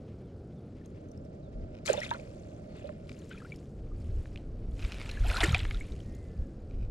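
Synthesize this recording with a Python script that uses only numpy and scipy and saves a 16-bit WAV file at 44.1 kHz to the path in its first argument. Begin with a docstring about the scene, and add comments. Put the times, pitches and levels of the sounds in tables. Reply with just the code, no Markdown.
"""In shallow sea water near the shore, a gill net is hauled by hand, close to a small camera.
Wind buffets the microphone over a steady low rush, wavelets hiss and birds whistle far off.
The net slaps back in and gulps air, which rings as bubbles, and water trickles off the mesh.
Then the wet line rasps through the fingers and a bundle of net swishes through the surface
while its plastic floats knock together."""
import sys
import numpy as np
from scipy import signal
from scipy.fft import rfft, irfft
from scipy.io import wavfile
from scipy.ndimage import uniform_filter1d

SR = 44100
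rng = np.random.default_rng(int(sys.argv[2]) if len(sys.argv) > 2 else 0)


def wav_out(sig):
    """Save sig, one row per channel (or a flat mono array), as 16-bit PCM at SR to the path in sys.argv[1]."""
    wavfile.write(sys.argv[1], SR, np.round(np.clip(np.atleast_2d(sig).T, -1, 1) * 32767).astype(np.int16))


N = 304290


def undb(db):
    """Turn decibels (dB) into a number to multiply a sound by."""
    return 10 ** (np.asarray(db) / 20)


def unit(x):
    """Scale a signal so its average size (rms) is 1."""
    return x / np.sqrt(np.mean(x ** 2))


def wander(count, smooth_samples):
    """A random curve that drifts up and down."""
    return unit(uniform_filter1d(rng.standard_normal(count), size=smooth_samples))


def over_time(table):
    """Join rows of time and value with straight lines, one value per sample."""
    return np.interp(np.arange(N) / SR, *np.transpose(table))


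def per_frequency(table):
    """Fill in a table's columns for every frequency in the sound."""
    hz, *columns = np.transpose(table)
    bins = np.maximum(np.arange(N // 2 + 1) * SR / N, 1)
    return [np.interp(np.log(bins), np.log(hz), c) for c in columns]


def colour(x, tone):
    """Turn a sound's lows and highs up or down, then scale it to size 1."""
    return unit(irfft(rfft(x) * undb(per_frequency(tone)[0]), N))


def add(out, start, sound):
    """Mix a sound in at a start time in seconds."""
    i = max(int(start * SR), 0)
    out[i:i + len(sound)] += sound[:max(N - i, 0)]


def ring(hz, ring_s, glide, rise_s):
    """A tone that fades by 60 dB in its ring time and glides in octaves per second."""
    t = np.arange(int(ring_s * SR) + 2) / SR
    shape = (1 - np.exp(-t / rise_s)) * np.exp(-np.log(1000) * t / ring_s)
    return shape / shape.max() * np.sin(2 * np.pi * np.cumsum(hz * 2 ** (glide * t)) / SR)


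def struck(tones, pitch_scale, contact_s):
    """An object rings after one touch; a longer contact dulls it."""
    t = np.arange(SR // 20) / SR
    rings = sum(undb(db) * np.sin(2 * np.pi * pitch_scale * pitch * t)
                * np.exp(-np.log(1000) * t / ring_s) for pitch, db, ring_s in tones)
    return rings * (1 - np.exp(-t / contact_s)) ** 2


def droplets(count, low_hz, high_hz, cycles, spread_db, glide=0):
    """A steady shower of tiny rings, mostly weak and a few strong."""
    out = np.zeros(N)
    for when, pitch, life, size in rng.random((count, 4)):
        hz = low_hz * (high_hz / low_hz) ** pitch
        strength = undb(-spread_db * np.log(max(size, .01)))
        ring_s = cycles * 2 ** (2 * life - 1) / hz
        add(out, when * N / SR, strength * ring(hz, ring_s, glide, rise_s=.5 / hz))
    return out


# The tone of the sea's hiss. Each row: frequency in Hz, relative level in dB.
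HISS_TONE = [(1000, -3.5), (1400, -9.5), (2200, -5), (5000, -17), (9000, -28), (15000, -55)]


def wavelets(gain_db=-75, swell_db=2.5, flicker_db=3.0):
    """Wavelets on the beach hiss faintly, swelling and flickering."""
    level_db = gain_db + swell_db * wander(N, SR // 4) + flicker_db * wander(N, SR // 40)
    return undb(level_db) * colour(rng.standard_normal(N), HISS_TONE)


# Far bird calls. Each row: start in seconds, level in dB, first pitch in Hz, length in seconds,
# fall in octaves, waver as a share of the pitch.
BIRD_CALLS = [(0.23, -77, 3800, 0.09, 0.44, .012), (.54, -77, 3870, 0.08, .27, .008),
              (1.42, -74.5, 4150, 0.07, 0.33, .008), (2.66, -75, 4700, 0.11, 0.25, .008),
              (3.18, -71, 4700, 0.076, 0.44, .008), (6.017, -69.5, 2147, 0.36, .12, .025),
              (6.015, -69, 1895, 0.22, 0.037, 0.02), (6.2, -72, 1830, .36, .17, .025)]


def birds(echo_s=0.25, echo_db=-12):
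    """Thin whistles slide down in pitch, smeared by the shore's echo."""
    calls = np.zeros(N)
    for start, db, hz, length, fall, waver in BIRD_CALLS:
        progress = np.linspace(0, 1, int(length * SR))
        pitch = hz * 2 ** (-fall * progress) * (1 + waver * wander(len(progress), 100))
        whistle = np.sin(2 * np.pi * np.cumsum(pitch) / SR)
        add(calls, start, undb(db) * np.sin(np.pi * progress) * whistle)
    t = np.arange(SR // 2) / SR
    echo = rng.standard_normal(len(t)) * np.exp(-np.log(1000) * t / echo_s)
    return calls + undb(echo_db) * signal.fftconvolve(calls, echo / np.linalg.norm(echo))[:N]


# The breeze freshens, then eases. Each row: time in seconds, relative level in dB.
BREEZE = [(0, -66), (3.5, -60), (3.85, -43.5), (4.6, -43.5), (5.9, -39.5), (6.6, -52)]
# Gusts. Each row: time of the peak in seconds, relative level in dB, half width in seconds.
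GUSTS = [(1.62, -40.5, 0.068), (4.15, -29.5, 0.058), (4.65, -40.5, 0.21), (4.87, -39, 0.049),
         (5.25, -31.5, 0.083), (5.43, -29.5, .025), (5.65, -35, 0.18), (6.41, -34, 0.032),
         (6.86, -33, 0.13)]


def wind_strength(puff_db=2):
    """Gusts swell and die away on top of a breeze that comes in uneven puffs."""
    t = np.arange(N) / SR
    gust_power = sum((undb(db) * np.exp(-((t - when) / width) ** 2)) ** 2 for when, db, width in GUSTS)
    puffs = unit(uniform_filter1d(wander(N, SR // 14), size=SR // 30))
    breeze = undb(over_time(BREEZE) + puff_db * puffs)
    return np.sqrt(breeze ** 2 + gust_power)


# The tones of the steady rush and the gusts' rumble. Each row: frequency in Hz, relative level in dB.
RUSH_TONE = [(25, -23.5), (50, -1), (90, 3), (170, -0.5), (300, -6), (450, -9), (600, -14.5), (760, -21.5),
             (950, -33.5), (1400, -32), (2200, -48), (5000, -47.5), (9000, -71.5), (15000, -82)]
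GUST_TONE = [(15, -13.5), (28, -1), (45, -3), (70, -7.5), (100, -9), (150, -40), (300, -42.5), (800, -87.5)]
# Short shoves of air. Each row: time of the peak in seconds, level in dB, half width in seconds.
THUMPS = [(4.853, -20, 0.0051), (5.223, -21.5, 0.0098), (5.295, -20.5, 0.0058), (5.487, -18, 0.0021),
          (5.51, -19.5, 0.0023), (5.538, -15.5, 0.0029)]


def wind(rush_db=-45.5, gust_db=2.5):
    """Air and sea rush steadily while swirls and single shoves of air buffet the microphone."""
    t = np.arange(N) / SR
    out = undb(rush_db) * colour(rng.standard_normal(N), RUSH_TONE)
    out += undb(gust_db) * wind_strength() * colour(rng.standard_normal(N), GUST_TONE)
    for when, db, width in THUMPS:
        offset_squared = ((t - when) / width) ** 2
        out += undb(db) * (1 - offset_squared) * np.exp(-offset_squared / 2)
    return out


# Mesh is lifted from the sea. Each row: start in seconds, length in seconds, relative flow in dB.
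HAULS = [(1.98, 0.033, -52.5), (2.26, .25, -74.5), (3.082, 0.46, -68.5), (3.998, 0.28, -73.5),
         (4.82, 0.53, -55.5), (5.407, 0.084, -42), (5.713, 0.015, -57.5)]


def runoff_db(trickle_db=-89.5, rise_s=0.038, pour_s=0.077, drain_db=-11, drain_s=0.29):
    """The flow off the net: each haul streams, most water pours off at once, the rest drains slowly."""
    t = np.arange(N) / SR
    power = undb(trickle_db) ** 2  # the wet net never stops trickling
    for start, length, db in HAULS:
        before, after = np.maximum(start - t, 0), np.maximum(t - start - length, 0)
        release = (np.exp(-after / pour_s) + undb(drain_db) * np.exp(-after / drain_s)) / (1 + undb(drain_db))
        power = power + (undb(db) * np.exp(-before / rise_s) * release) ** 2
    return 10 * np.log10(power)


# The tone of falling beads of water. Each row: frequency in Hz, relative level in dB.
BEAD_TONE = [(3000, -5), (6500, 4.5), (10000, -1.5), (14000, -3.5)]


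def beads(gain_db=-35.0, growth=0.59):
    """Beads of water fall off the mesh with soft ticks, louder as more water streams."""
    ticks = droplets(count=5000, low_hz=5030, high_hz=10660, cycles=22, spread_db=3.0)
    return undb(gain_db + growth * runoff_db()) * colour(ticks, BEAD_TONE)


# Single drops hit the sea. Each row: start in seconds, peak level in dB, pitch in Hz.
DRIPS = [(0.859, -53, 6450), (.903, -64, 7000), (1.087, -61, 6300), (1.1159, -53.5, 5800),
         (1.175, -53.5, 5300), (1.25, -59, 5500), (1.931, -28.5, 6730), (1.993, -37, 2960),
         (2.0033, -37.5, 5430), (2.0648, -37, 2500), (2.092, -39, 3260), (2.1066, -32.5, 3500),
         (2.138, -41.5, 4100), (2.198, -45, 2410), (2.872, -51, 4070), (3.1906, -52, 6900),
         (3.293, -49.5, 7500), (3.4993, -53, 4440), (3.56, -48.5, 5250), (5.113, -34.5, 4040),
         (5.522, -34.5, 6630), (5.58, -37.5, 7500), (5.802, -45, 7940), (5.921, -45, 3750),
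         (6.0034, -48, 3100), (6.15, -50, 6800)]


def drips(ring_s=0.0099, tick_gain=0.58, tick_s=0.004):
    """Each drop ticks on the surface and rings a tiny bubble; smaller drops tick brighter."""
    out = np.zeros(N)
    for start, db, hz in DRIPS:
        ping = ring(hz, ring_s, glide=9, rise_s=0.00041)
        t = np.arange(len(ping)) / SR
        band = signal.butter(2, [hz / 2, min(2 * hz, SR / 4)], "band", fs=SR, output="sos")
        tick = signal.sosfilt(band, rng.standard_normal(len(t))) * np.exp(-t / tick_s)
        drip = ping + tick_gain * tick
        add(out, start, undb(db) * drip / np.abs(drip).max())
    return out


# Wet line slips through the fingers and along a stick.
# Each row: start in seconds, length in seconds, level in dB.
SLIPS = [(1.746, 0.042, -66.5), (3.094, 0.025, -53.5), (4.794, 0.011, -53), (4.824, 0.0071, -48.5),
         (4.843, 0.014, -47), (4.921, 0.0076, -43), (4.944, 0.01, -50), (4.985, 0.082, -51),
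         (5.093, 0.0088, -45), (6.698, 0.17, -71)]
# The rubbed line's tones. Each row: usual pitch in Hz, relative level in dB, ring time in seconds.
LINE_TONES = [(1530, 2, 0.008), (2480, 7.5, 0.01), (2860, 8.5, 0.0042), (3800, 7.5, 0.0041),
              (4800, 3, 0.0047), (7400, 4.5, 0.00084)]


def wet_line(catches_per_s=220, tension_octaves=0.08):
    """The line sticks and slips in quick, uneven catches that make it ring."""
    out = np.zeros(N)
    for start, length, db in SLIPS:
        count = int(length * SR)
        chance, size = rng.random((2, SR // 4))[:, :count]
        catches = (chance < catches_per_s / SR) * (.5 + 2 * size ** 4)
        catches[0] = 1
        pitch_scale = 2 ** (tension_octaves * rng.standard_normal())  # each slip has its own tension
        rasp = signal.fftconvolve(catches, struck(LINE_TONES, pitch_scale, contact_s=.00005))
        add(out, start, undb(db) * rasp / rasp[:count].std())
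    return out


# Floats and line knock together. Each row: start in seconds, level in dB, main pitch in Hz.
KNOCKS = [(1.897, -36, 2470), (1.9704, -37, 3000), (2.1124, -25.5, 1690), (2.892, -38, 1350),
          (4.257, -41, 1740), (4.3594, -35, 2520), (4.375, -40.5, 3000), (5.097, -31, 2700),
          (5.3005, -23.5, 2510), (5.369, -22.5, 4060), (5.4056, -17.5, 3500), (5.412, -29, 2320),
          (5.4314, -17.5, 1600), (5.4338, -16, 1990), (5.439, -31, 3500), (5.4396, -17, 2260),
          (5.4935, -25.5, 3360), (5.546, -9.5, 2330), (5.548, -25, 2080), (5.5626, -30, 2980),
          (5.5928, -26.5, 3400), (5.6034, -29, 2730), (5.6326, -34.5, 2750), (5.652, -26, 1900),
          (5.71, -25.5, 2170), (5.746, -34.5, 3700), (5.772, -41, 3280)]
# A float's tones. Each row: multiple of the main pitch, relative level in dB, ring time in seconds.
FLOAT_TONES = [(.72, 1, .008), (1, 27.5, 0.0062), (1.35, 14.5, 0.0074), (1.9, 0.5, 0.0057), (2.9, 4, .0035)]


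def floats(rattle=0.16, rattle_s=0.0046, loose_db=-20):
    """Hard plastic floats clack briefly; the harder the knock, the more the contact rattles."""
    out = np.zeros(N)
    t = np.arange(SR // 50) / SR
    for start, db, hz in KNOCKS:
        force = undb(db - loose_db)
        contact = rattle * force / (1 + force) * rng.standard_normal(len(t)) * np.exp(-t / rattle_s)
        contact[0] = 1  # the first clean hit
        body = struck(FLOAT_TONES, hz, contact_s=.00006)
        clack = signal.fftconvolve(body, contact)
        clack *= np.linalg.norm(body) / np.linalg.norm(clack)  # rattling adds no energy
        add(out, start, undb(db) * clack / np.abs(body).max())
    return out


# Air trapped by the net. Each row: start in seconds, relative level in dB, first pitch in Hz,
# glide in octaves per second.
BUBBLES = [(0.813, -59, 1820, -5), (1.889, -35, 1580, 0), (1.896, -20, 595, -23), (1.899, -26.5, 424, 6),
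           (1.935, -32, 770, 14.5), (1.943, -34, 477, 5.5), (1.975, -31, 538, 9.5), (1.975, -34, 3670, -6),
           (2.0165, -31.5, 1870, 11.5), (2.032, -31.5, 2270, -17), (2.048, -37.5, 3690, -3),
           (2.1125, -24.5, 934, 2), (2.125, -43, 1610, 15), (2.144, -38, 1460, -7), (2.19, -46, 553, -7),
           (2.841, -37.5, 531, 7.5), (2.891, -42.5, 598, -1), (3.312, -39, 1460, 7), (3.345, -47, 1300, 8),
           (3.376, -44, 2370, 13), (3.401, -48.5, 1720, -10), (3.418, -45, 1210, 21),
           (3.448, -42.5, 1330, 17), (3.5208, -34.5, 2330, -2), (3.915, -54.5, 1170, 7),
           (5.172, -37, 1650, 5.5), (5.237, -41, 1523, -21), (5.245, -35.5, 657, 13),
           (5.259, -38.5, 782, 11.5), (5.333, -36, 713, 7.5), (5.312, -30.5, 1370, 18),
           (5.343, -28, 1350, 8), (5.362, -27, 1317, 23), (5.372, -30, 1510, 7), (5.381, -31, 986, 13.5),
           (5.411, -33, 820, -15), (5.43, -27.5, 436, -6), (5.434, -27, 307, 6.5), (5.439, -22, 1874, -12),
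           (5.449, -29, 1430, -3), (5.528, -30.5, 1387, -20), (5.549, -32.5, 704, 11),
           (5.744, -44, 1340, 8), (5.809, -35.5, 2160, 7.5)]


def bubbles(gain_db=-2.0, shed_db=-13, shed_db_per_octave=-13.5, scatter_octaves=0.424, scatter_s=0.0079):
    """Air pockets pinch off and ring, gliding as their depth changes; each sheds three brief bubbles."""
    out = np.zeros(N)
    rise_cycles = 1.3
    for start, db, hz, glide in BUBBLES:
        ring_s = 0.056 * (1000 / hz) ** 0.43  # higher bubbles die sooner
        add(out, start, undb(db) * ring(hz, ring_s, glide, rise_cycles / hz))
        # Smaller, higher bubbles shed weaker ones.
        shed_gain = undb(db + shed_db + shed_db_per_octave * max(np.log2(hz / 1000), 0))
        for delay, pitch in rng.random((3, 2)):
            shed_hz = hz * 2 ** (scatter_octaves * (3 * pitch - 1))
            ping = ring(shed_hz, ring_s / 2, glide, rise_cycles / shed_hz)
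            add(out, start + scatter_s * delay, shed_gain * ping)
    return undb(gain_db) * out


# The tones of pattering drops and of fine spray. Each row: frequency in Hz, relative level in dB.
PATTER_TONE = [(300, -6.5), (700, -13.5), (1100, -2), (1500, -1), (2400, 7), (3200, 6.5), (4200, 5),
               (5500, -40), (9000, -51)]
SPRAY_TONE = [(2500, -26), (4300, -2), (5200, -3.5), (6000, -9), (7200, -3), (10000, -6), (12500, -11),
              (15000, -25.5)]
# The net breaks the surface. Each row: time of the peak, rise time and fall time in seconds,
# then the levels of froth, gurgle and spray in dB.
SPLASHES = [(1.865, 0.009, 0.02, -45.5, -60, -39.5), (1.882, 0.0075, 0.046, -38, -40.5, -43.5),
            (2.04, 0.018, 0.022, -45, -68, -53), (2.133, 0.0099, 0.026, -52, -48.5, -67),
            (2.775, 0.022, 0.14, -62, -69, -71), (3.32, 0.015, .042, -56, -64, -82),
            (5.305, 0.046, 0.017, -42.5, -50, -50.5), (5.368, 0.072, 0.049, -42.5, -43.5, -49),
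            (5.412, 0.004, 0.012, -31.5, -31, -39.5), (5.437, 0.0044, 0.007, -28.5, -46, -31),
            (5.46, 0.021, 0.021, -49.5, -37, -46), (5.605, 0.1, 0.017, -46, -62, -68.5)]


def net_water(flow_gain_db=0.5, merge_db=-62, gurgle_db=-5, spray_db=-30, spray_growth=0.62):
    """Drops patter and fizz off the mesh; each splash swells into froth and gurgles with big bubbles."""
    t = np.arange(N) / SR
    flow_db = runoff_db()
    flow_power = undb(flow_db + flow_gain_db) ** 2
    merged = flow_power / (flow_power + undb(merge_db) ** 2)  # a strong flow merges drops into froth
    patter_power, froth_power = (1 - merged) * flow_power, merged * flow_power
    gurgle_power = froth_power * undb(gurgle_db) ** 2
    spray_power = undb(spray_db + spray_growth * flow_db) ** 2
    for when, rise, fall, froth_db, slosh_db, mist_db in SPLASHES:
        swell = np.exp(-np.where(t < when, ((t - when) / rise) ** 2, (t - when) / fall))
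        froth_power += (swell * undb(froth_db)) ** 2
        gurgle_power += (swell * undb(slosh_db)) ** 2
        spray_power += (swell * undb(mist_db)) ** 2
    patter = droplets(count=13000, low_hz=654, high_hz=5160, cycles=9, spread_db=4)
    froth = droplets(count=18000, low_hz=1219, high_hz=5240, cycles=32, spread_db=3)
    spray = droplets(count=16000, low_hz=4190, high_hz=15400, cycles=20, spread_db=3.5)
    gurgle = droplets(count=7000, low_hz=479, high_hz=2018, cycles=13, spread_db=3.5, glide=16)
    return (np.sqrt(patter_power) * colour(patter, PATTER_TONE)
            + np.sqrt(froth_power) * colour(froth, PATTER_TONE)
            + np.sqrt(spray_power) * colour(spray, SPRAY_TONE)
            + np.sqrt(gurgle_power) * unit(gurgle))


# The microphone's two openings, the right one muffled.
# Each row: frequency in Hz, left gain in dB, right gain in dB, lag of the right side in radians.
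MIC_OPENINGS = [(102, -0.2, -1, 0.5), (260, 2.5, 1.5, 0), (464, -1.5, 2.5, 0.66), (634, -2, 16, 2),
                (730, 0, 8.5, 4), (1130, 3, 4, 4.5), (2550, 4, 4, 4.5), (4400, 5, -9.5, 5),
                (7000, 6.5, -21, 5), (14000, -1.5, -37, 4)]
# The sound widens, then narrows. Each row: time in seconds, stereo share from 0 to 1.
STEREO_WIDTH = [(.65, 0), (1.05, 0.72), (1.9, 0.93), (2.9, 0.94), (3.25, 0.26), (3.6, 0.11), (4.35, 0.01)]


def scene():
    """Net and background mix; while the sound is wide, each microphone opening colours it its own way."""
    net = net_water() + beads() + bubbles() + wet_line() + floats() + drips()
    mono = net + wind() + wavelets() + birds()
    left_db, right_db, lag = per_frequency(MIC_OPENINGS)
    openings = np.array([undb(left_db), undb(right_db) * np.exp(-1j * lag)])
    stereo = irfft(rfft(mono) * openings, N)
    share = over_time(STEREO_WIDTH)
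    return share * stereo + (1 - share) * mono


def record(dry, top_hz=15300):
    """The camera cuts off the highest treble."""
    return signal.sosfilt(signal.ellip(8, .2, 70, top_hz, fs=SR, output="sos"), dry)


dry = scene()
out = record(dry)
wav_out(out)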